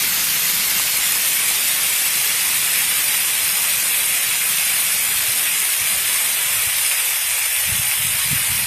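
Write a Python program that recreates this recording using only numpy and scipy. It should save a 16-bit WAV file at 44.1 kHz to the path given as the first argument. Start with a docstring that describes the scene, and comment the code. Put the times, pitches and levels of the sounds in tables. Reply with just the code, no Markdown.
"""Heavy rain from a porch

Heavy rain on a lawn, a path and trees, heard by one small microphone feeding two equal channels.
Far drops are noise, nearer ones random clicks; their hiss is recoloured as the microphone turns from lawn to porch.
Close drops, eaves drips and faint short ticks within the hiss are resonated noise bursts.
Wind on the microphone port is low noise with gusts and short swings, hardest near the end."""
import sys
import numpy as np
from scipy import signal
from scipy.fft import rfft, irfft, next_fast_len
from scipy.io import wavfile
from scipy.ndimage import uniform_filter1d

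SR = 44100
rng = np.random.default_rng(int(sys.argv[2]) if len(sys.argv) > 2 else 0)


def linear_from_db(decibels):
    """Turn decibels (scalar or array-like) into linear amplitude factors; 0 gives 1."""
    return 10 ** (np.asarray(decibels, float) / 20)


def master(y):
    """Save y as 16-bit WAV."""
    cut = np.clip(np.atleast_2d(y).T, -1, 1)
    pcm = np.round(cut * 32767)  # scale
    wavfile.write(sys.argv[1], SR, pcm.astype(np.int16))


N = 381906

# Downpour. Each row: time in seconds, level in dB.
RAIN_LEVEL = [(0.0, -16), (1.76, -16.5), (6.46, -17.5), (7.45, -18), (8.59, -18), (8.66, -19.5)]
# Microphone heading. Each row: time in seconds, heading from 0 (open lawn) to 1 (along the porch).
MIC_HEADING = [(0, 0.02), (.5, 0.053), (1, 0.29), (1.5, 0.48), (2.5, 0.62), (4, 0.76), (6, 0.83), (8.66, 1)]
# Hiss colour facing the lawn. Each row: frequency in Hz, relative density in dB per Hz.
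LAWN_COLOUR = [(190, -14), (330, -15.5), (630, -14), (1100, -10), (1700, -6), (2030, -1), (3100, -2),
               (4500, -3), (7900, -4), (8700, -3), (10000, -3.5), (11400, -3.5), (13200, -0.5),
               (14300, -1.5)]
# Hiss colour along the porch. Each row: frequency in Hz, relative density in dB per Hz.
PORCH_COLOUR = [(190, -34.5), (290, -18), (370, -20), (445, -16.5), (680, -13.5), (1450, -9), (1800, -4.5),
                (2300, 0.5), (2950, -2), (4200, -5.5), (7000, -6.5), (8000, -3.5), (9300, 1), (10400, -2),
                (12700, -3), (13800, -2.5), (14300, -7.5)]
# Narrow peaks and notches of the microphone port.
# Each row: centre in Hz, width in Hz, gain in dB facing the lawn, gain in dB along the porch.
PORT_RESONANCES = [(3060, 120, -1, -3), (3780, 110, -.5, -3.5), (4290, 140, -.5, -3),
                   (4560, 170, -.5, -3.3), (5280, 200, -.5, -1.3), (5770, 130, -1, -2.3),
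                   (6050, 110, -1, -3), (6850, 160, -1, -1.5), (7560, 150, 0, -3.5), (8430, 260, -3.5, -2),
                   (9080, 300, -2.5, .5), (9580, 400, 4.5, 2.5), (9850, 120, -1.5, -3.5),
                   (10050, 150, -2, -3), (10520, 100, 0, -2), (11030, 100, -1, -2.5), (11350, 200, -1, -2),
                   (11870, 150, -2, -2), (12550, 140, -1.5, -2), (12800, 120, 0, -2.5),
                   (13550, 150, -.5, -2.5)]
# Thinning of the low body of the hiss. Each row: time in seconds, relative gain in dB.
LOW_BODY_GAIN = [(0, 0), (1.7, 1), (2.2, -2.5), (2.9, 0), (3.4, 0), (3.6, -6.5), (3.85, 0), (4.35, 0),
                 (4.6, -6), (4.8, 2), (5.1, -6), (5.3, 2), (5.75, -4), (6.0, -1), (6.3, -3), (6.5, -11),
                 (7.9, -11), (8.05, -3), (8.2, -9), (8.3, -3), (8.66, -4)]
# Colour level under which a narrow band drops out, before the margin shifts.
# Each row: frequency in Hz, level in dB against the mean of the hiss.
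DROPOUT_LEVEL = [(280, -23), (400, -21), (500, -22), (1400, -13), (3000, -5), (7000, -4.5), (9000, -5),
                 (14000, -4.5)]
# Big drops landing close by. Each row: start in seconds, peak in dB before trim, ring in Hz.
CLOSE_DROPS = [(0.88, -6, 2400), (2.3155, -12, 2130), (2.754, -6, 2500), (3.144, -4, 2150),
               (3.9434, -7, 2340), (4.311, -6, 2220), (4.4139, -4, 2200), (5.21, -18, 3400),
               (6.08, -7, 2410), (6.9136, -3, 2550), (7.9134, -2.5, 2330), (8.154, -8, 2400),
               (8.236, -9, 2600), (8.54, -15, 2400)]
# Heavy, duller drips from the eaves. Each row: start in seconds, peak in dB before trim, ring in Hz.
EAVES_DRIPS = [(0.798, -20, 1000), (1.510, -17, 740)]
# Faint short ticks within the hiss, 3 to 7 kHz.
# Each row: start in seconds, peak in dB before trim, ring in Hz.
FAINT_TICKS = [(0.0947, -10, 4430), (0.5442, -12, 4840), (0.6799, -13, 3320), (0.7332, -12, 3650),
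               (1.5454, -13, 4910), (1.8542, -14, 3490), (2.0303, -19, 4050), (2.1884, -9, 6890),
               (2.3496, -10, 3500), (2.9302, -15, 3280), (3.2201, -12, 4780), (3.3533, -15, 3000),
               (3.492, -6, 5090), (3.8282, -15, 5680), (4.3725, -15, 3990), (5.1382, -21, 3220),
               (5.3961, -13, 3240), (5.5832, -16, 3540), (5.8616, -12, 3580), (6.0392, -16, 5080),
               (6.098, -14, 3280), (6.7481, -13, 3020), (6.8643, -8, 3280), (7.3103, -16, 3500),
               (7.4689, -16, 3210), (7.5647, -9, 4100), (8.1539, -15, 6510), (8.3464, -16, 3580),
               (8.5405, -16, 3280), (8.6138, -18, 3550)]
# Steady wind on the port, before random swings.
# Each row: time in seconds, rumble level in dB, flutter in dB over the rumble.
STEADY_WIND = [(0.0, -55.5, 12.5), (1.2, -56.5, 7.5), (2.6, -51.5, 3.5), (4.2, -53.5, 3.5), (4.9, -52, 5),
               (5.3, -49, 0), (5.55, -61, 12), (5.76, -60, 0), (5.85, -50, 2), (6.3, -57, 5.5),
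               (6.6, -47.5, -6), (6.9, -57, 1), (7.6, -50.5, -12), (8.66, -56, -17)]
# Buffeting colour. Each row: frequency in Hz, relative density in dB per Hz.
BUFFET_COLOUR = [(15, -50), (30, -18), (69, 0.5), (125, 2), (142, -7), (178, -5), (230, -8.5), (265, -17.5),
                 (340, -53), (730, -120)]
# Gusts reaching under the roof, before random swings.
# Each row: time of full strength in seconds, hold in seconds, rumble level in dB.
GUST_EVENTS = [(7.667, 0.1, -44), (7.993, 0.2, -47), (8.26, 0.094, -44), (8.5, 0.14, -41.5)]
# Single eddies thumping the port. Each row: start in seconds, peak in dB, frequency in Hz.
EDDY_THUMPS = [(2.309, -43, 153), (5.155, -35, 80), (5.285, -34, 105), (5.81, -36, 95), (5.965, -39, 85),
               (6.668, -30, 88.8), (7.674, -30, 157), (7.688, -30, 170), (7.719, -20.5, 96),
               (7.752, -33, 140), (7.79, -24, 113), (7.998, -29, 111), (8.044, -30, 144), (8.072, -33, 120),
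               (8.105, -31, 85), (8.142, -32, 125), (8.254, -30, 134), (8.308, -24, 145), (8.324, -19, 135),
               (8.327, -27, 242), (8.354, -23, 108), (8.408, -37, 140), (8.497, -25, 100), (8.51, -39, 240),
               (8.517, -28, 118), (8.55, -32, 100), (8.594, -42, 110)]


def rms_one(x):
    """Scale to rms 1."""
    return x / np.sqrt(np.mean(x ** 2) + 1e-20)


def in_time(rows):
    """Read a curve of (seconds, value) at every sample."""
    s, value = np.transpose(rows)
    return np.interp(np.arange(N) / SR, s, value)


def at_hz(points, hz):
    """Read a spectrum on a log-frequency axis."""
    point_hz, point_db = np.transpose(points)
    return np.interp(np.log(hz + 1e-9), np.log(point_hz), point_db)


def drift(corner_hz):
    """Slow random curve: rms-1 noise at every 40th sample through a double one-pole low-pass."""
    pole = np.exp(-80 * np.pi * corner_hz / SR)
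    noise = rng.standard_normal(N // 40 + 2002)
    slow = signal.lfilter([1], [1, -2 * pole, pole * pole], noise)[2000:]  # settled part
    return np.interp(np.arange(N) / 40, np.arange(len(slow)), rms_one(slow))


def field(shape, bins, frames):
    """Random time-frequency field of rms 1, smoothed across bins and twice across frames."""
    noise = uniform_filter1d(rng.standard_normal(shape), size=bins, axis=0)
    for _ in range(2):
        noise = uniform_filter1d(noise, size=frames, axis=1)
    return rms_one(noise)


def bell(hz, centre_hz, width_hz):
    """Gaussian over frequency, peak 1, full width taken at 1/e."""
    return np.exp(-(2 * (hz - centre_hz) / width_hz) ** 2)


def drops(rate_per_s=4000, mean_spread_db=5, patter_db=-5.5):
    """Far drops blur into noise; nearer ones stay single clicks of very uneven size."""
    size_db = mean_spread_db * np.minimum(rng.exponential(1, N), 4.0)
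    clicks = linear_from_db(size_db) * rng.choice([-1, 1], N)
    landed = rng.random(N) < rate_per_s * linear_from_db(1.5 * drift(12)) / SR
    blur = rng.standard_normal(N)
    return blur + linear_from_db(patter_db) * rms_one(clicks * landed)


def rain(gust_db=0.11, patch_db=0.61, flicker_db=1.7, spray_db=1.0, spray_hz=8500):
    """Drops coloured by heading and port, swelling together, in broad patches and in narrow bands."""
    waver_db, dip_db, lawn_margin_db, notch_pull = 3.9, -32, 2.5, 1.45
    hz, s, heard = signal.stft(drops(), SR, nperseg=1024, noverlap=768)
    heading = np.clip(np.interp(s, *np.transpose(MIC_HEADING)), 0, 1)

    colour_db = np.outer(at_hz(LAWN_COLOUR, hz), 1 - heading) + np.outer(at_hz(PORCH_COLOUR, hz), heading)
    port_db = np.zeros(heard.shape)
    for centre_hz, width_hz, lawn_db, porch_db in PORT_RESONANCES:
        gain_db = lawn_db + (porch_db - lawn_db) * heading
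        port_db += np.outer(bell(hz, centre_hz, width_hz), gain_db)
    low_body_db = np.interp(s, *np.transpose(LOW_BODY_GAIN))
    colour_db += port_db + np.outer(bell(hz, 305, 170), low_body_db)
    colour_db -= 10 * np.log10(np.mean(linear_from_db(colour_db) ** 2, axis=0))  # mean power 1 in each frame

    wobble_db = gust_db * field((1, len(s)), 1, 3) + patch_db * field(heard.shape, 50, 3)
    wobble_db += flicker_db * field(heard.shape, 2, 8)
    treble = 1 / (1 + (spray_hz / (hz[:, None] + 1)) ** 6)
    wobble_db += spray_db * field(heard.shape, 50, 3) * treble  # fine spray in puffs

    # narrow bands already weak drop out briefly: less facing the lawn, more in the port notches
    margin_db = colour_db + waver_db * field(heard.shape, 3, 10) - at_hz(DROPOUT_LEVEL, hz)[:, None]
    margin_db += lawn_margin_db * (1 - heading) + notch_pull * np.minimum(port_db, 0)
    dips_db = dip_db * np.clip(-margin_db / 3, 0, 1)

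    shaped = heard * linear_from_db(colour_db + wobble_db + dips_db)
    hiss = signal.istft(shaped, SR, nperseg=1024, noverlap=768)[1][:N]
    return linear_from_db(in_time(RAIN_LEVEL)) * rms_one(hiss)


def ringing_bursts(rows, burst_s, width_hz, trim_db, snap):
    """Each event is a snap and a decaying noise burst through a resonator at its own pitch."""
    out, t = np.zeros(N), np.arange(SR // 25) / SR
    bursts = rng.standard_normal((len(rows), len(t))) * np.exp(-t / burst_s)
    bursts[:, 0] = -snap  # the first sample
    pole = np.exp(-np.pi * width_hz / SR)
    for (s, peak_db, hz), burst in zip(rows, bursts):
        poles = [1, -2 * pole * np.cos(2 * np.pi * hz / SR), pole * pole]
        ring = signal.lfilter([1, 0, -1], poles, burst)
        ring *= linear_from_db(peak_db + trim_db) / np.abs(ring).max()
        at = round(s * SR)
        out[at:at + len(t)] += ring[:N - at]
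    return out


def close_splats():
    """Big drops close by: short bursts with a broad ring."""
    return ringing_bursts(CLOSE_DROPS, burst_s=0.0079, width_hz=600, trim_db=-7.5, snap=6.0)


def eaves_drips():
    """Heavy drips: a strong snap and a low, narrower ring."""
    return ringing_bursts(EAVES_DRIPS, burst_s=0.008, width_hz=220, trim_db=1.0, snap=25.0)


def faint_ticks():
    """Faint short ticks within the hiss: very short bursts, heavily damped."""
    return ringing_bursts(FAINT_TICKS, burst_s=0.0006, width_hz=2500, trim_db=-2.0, snap=3.0)


def thumps(width_s=0.0146):
    """Each strong eddy pushes the membrane through a few swings that swell and die."""
    out, t = np.zeros(N), np.arange(N) / SR
    phases = rng.uniform(0, 2 * np.pi, len(EDDY_THUMPS))
    for (s, peak_db, hz), phase in zip(EDDY_THUMPS, phases):
        near = slice(max(round((s - 0.1) * SR), 0), round((s + 0.2) * SR))
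        late_s = t[near] - s - width_s / 2  # from the middle of the swell
        swell = linear_from_db(peak_db) * np.exp(-(2 * late_s / width_s) ** 2)
        out[near] += swell * np.sin(2 * np.pi * hz * late_s + phase)
    return out


def gust_gain(rise_s=0.03, fall_db_per_s=70):
    """Gain of the gusts: each rises fast, holds and dies away exponentially."""
    full_s, hold_s, level_db = np.transpose(GUST_EVENTS)[:, :, None]
    late_s = np.arange(N) / SR - full_s
    rise = np.clip(late_s / rise_s + 1, 0, 1) ** 2
    fall_db = fall_db_per_s * np.maximum(late_s - hold_s, 0)
    return np.sum(rise * linear_from_db(level_db - fall_db), axis=0)


def wind(lumpy_db=1.0, wander_db=1.0, split_hz=130, gust_flutter_db=-2.5):
    """Eddies over the port: low noise in lumps, whose upper flutter comes and goes."""
    size = next_fast_len(N)
    hz = np.arange(size // 2 + 1) * SR / size
    eddies = rfft(rng.standard_normal(size)) * linear_from_db(at_hz(BUFFET_COLOUR, hz))
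    rumble = rms_one(irfft(eddies * (hz < split_hz), size)[:N])
    flutter = rms_one(irfft(eddies * (hz >= split_hz), size)[:N])
    s, rumble_db, flutter_db = np.transpose(STEADY_WIND)
    steady = linear_from_db(wander_db * drift(3.5)) * rumble + linear_from_db(in_time(np.c_[s, flutter_db])) * flutter
    steady *= linear_from_db(in_time(np.c_[s, rumble_db]))
    gusty = gust_gain() * (rumble + linear_from_db(gust_flutter_db) * flutter)
    return linear_from_db(lumpy_db * drift(18.0)) * (steady + gusty)


def scene():
    """One microphone feeds both channels."""
    rain_heard = rain() + close_splats() + eaves_drips() + faint_ticks()
    return np.tile(rain_heard + wind() + thumps(), (2, 1))


def top_cut(x):
    """Nothing passes above the cut-off."""
    return signal.sosfilt(signal.butter(12, 15370, fs=SR, output="sos"), x)


def record(dry):
    """A steep elliptic low-pass cuts the top of the mix."""
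    low_pass = signal.ellip(13, 0.5, 90, 14230, fs=SR, output="sos")  # ripple dB, stop dB, cutoff Hz
    mix = signal.sosfilt(low_pass, dry)
    return top_cut(mix)


dry = scene()
out = record(dry)
master(out)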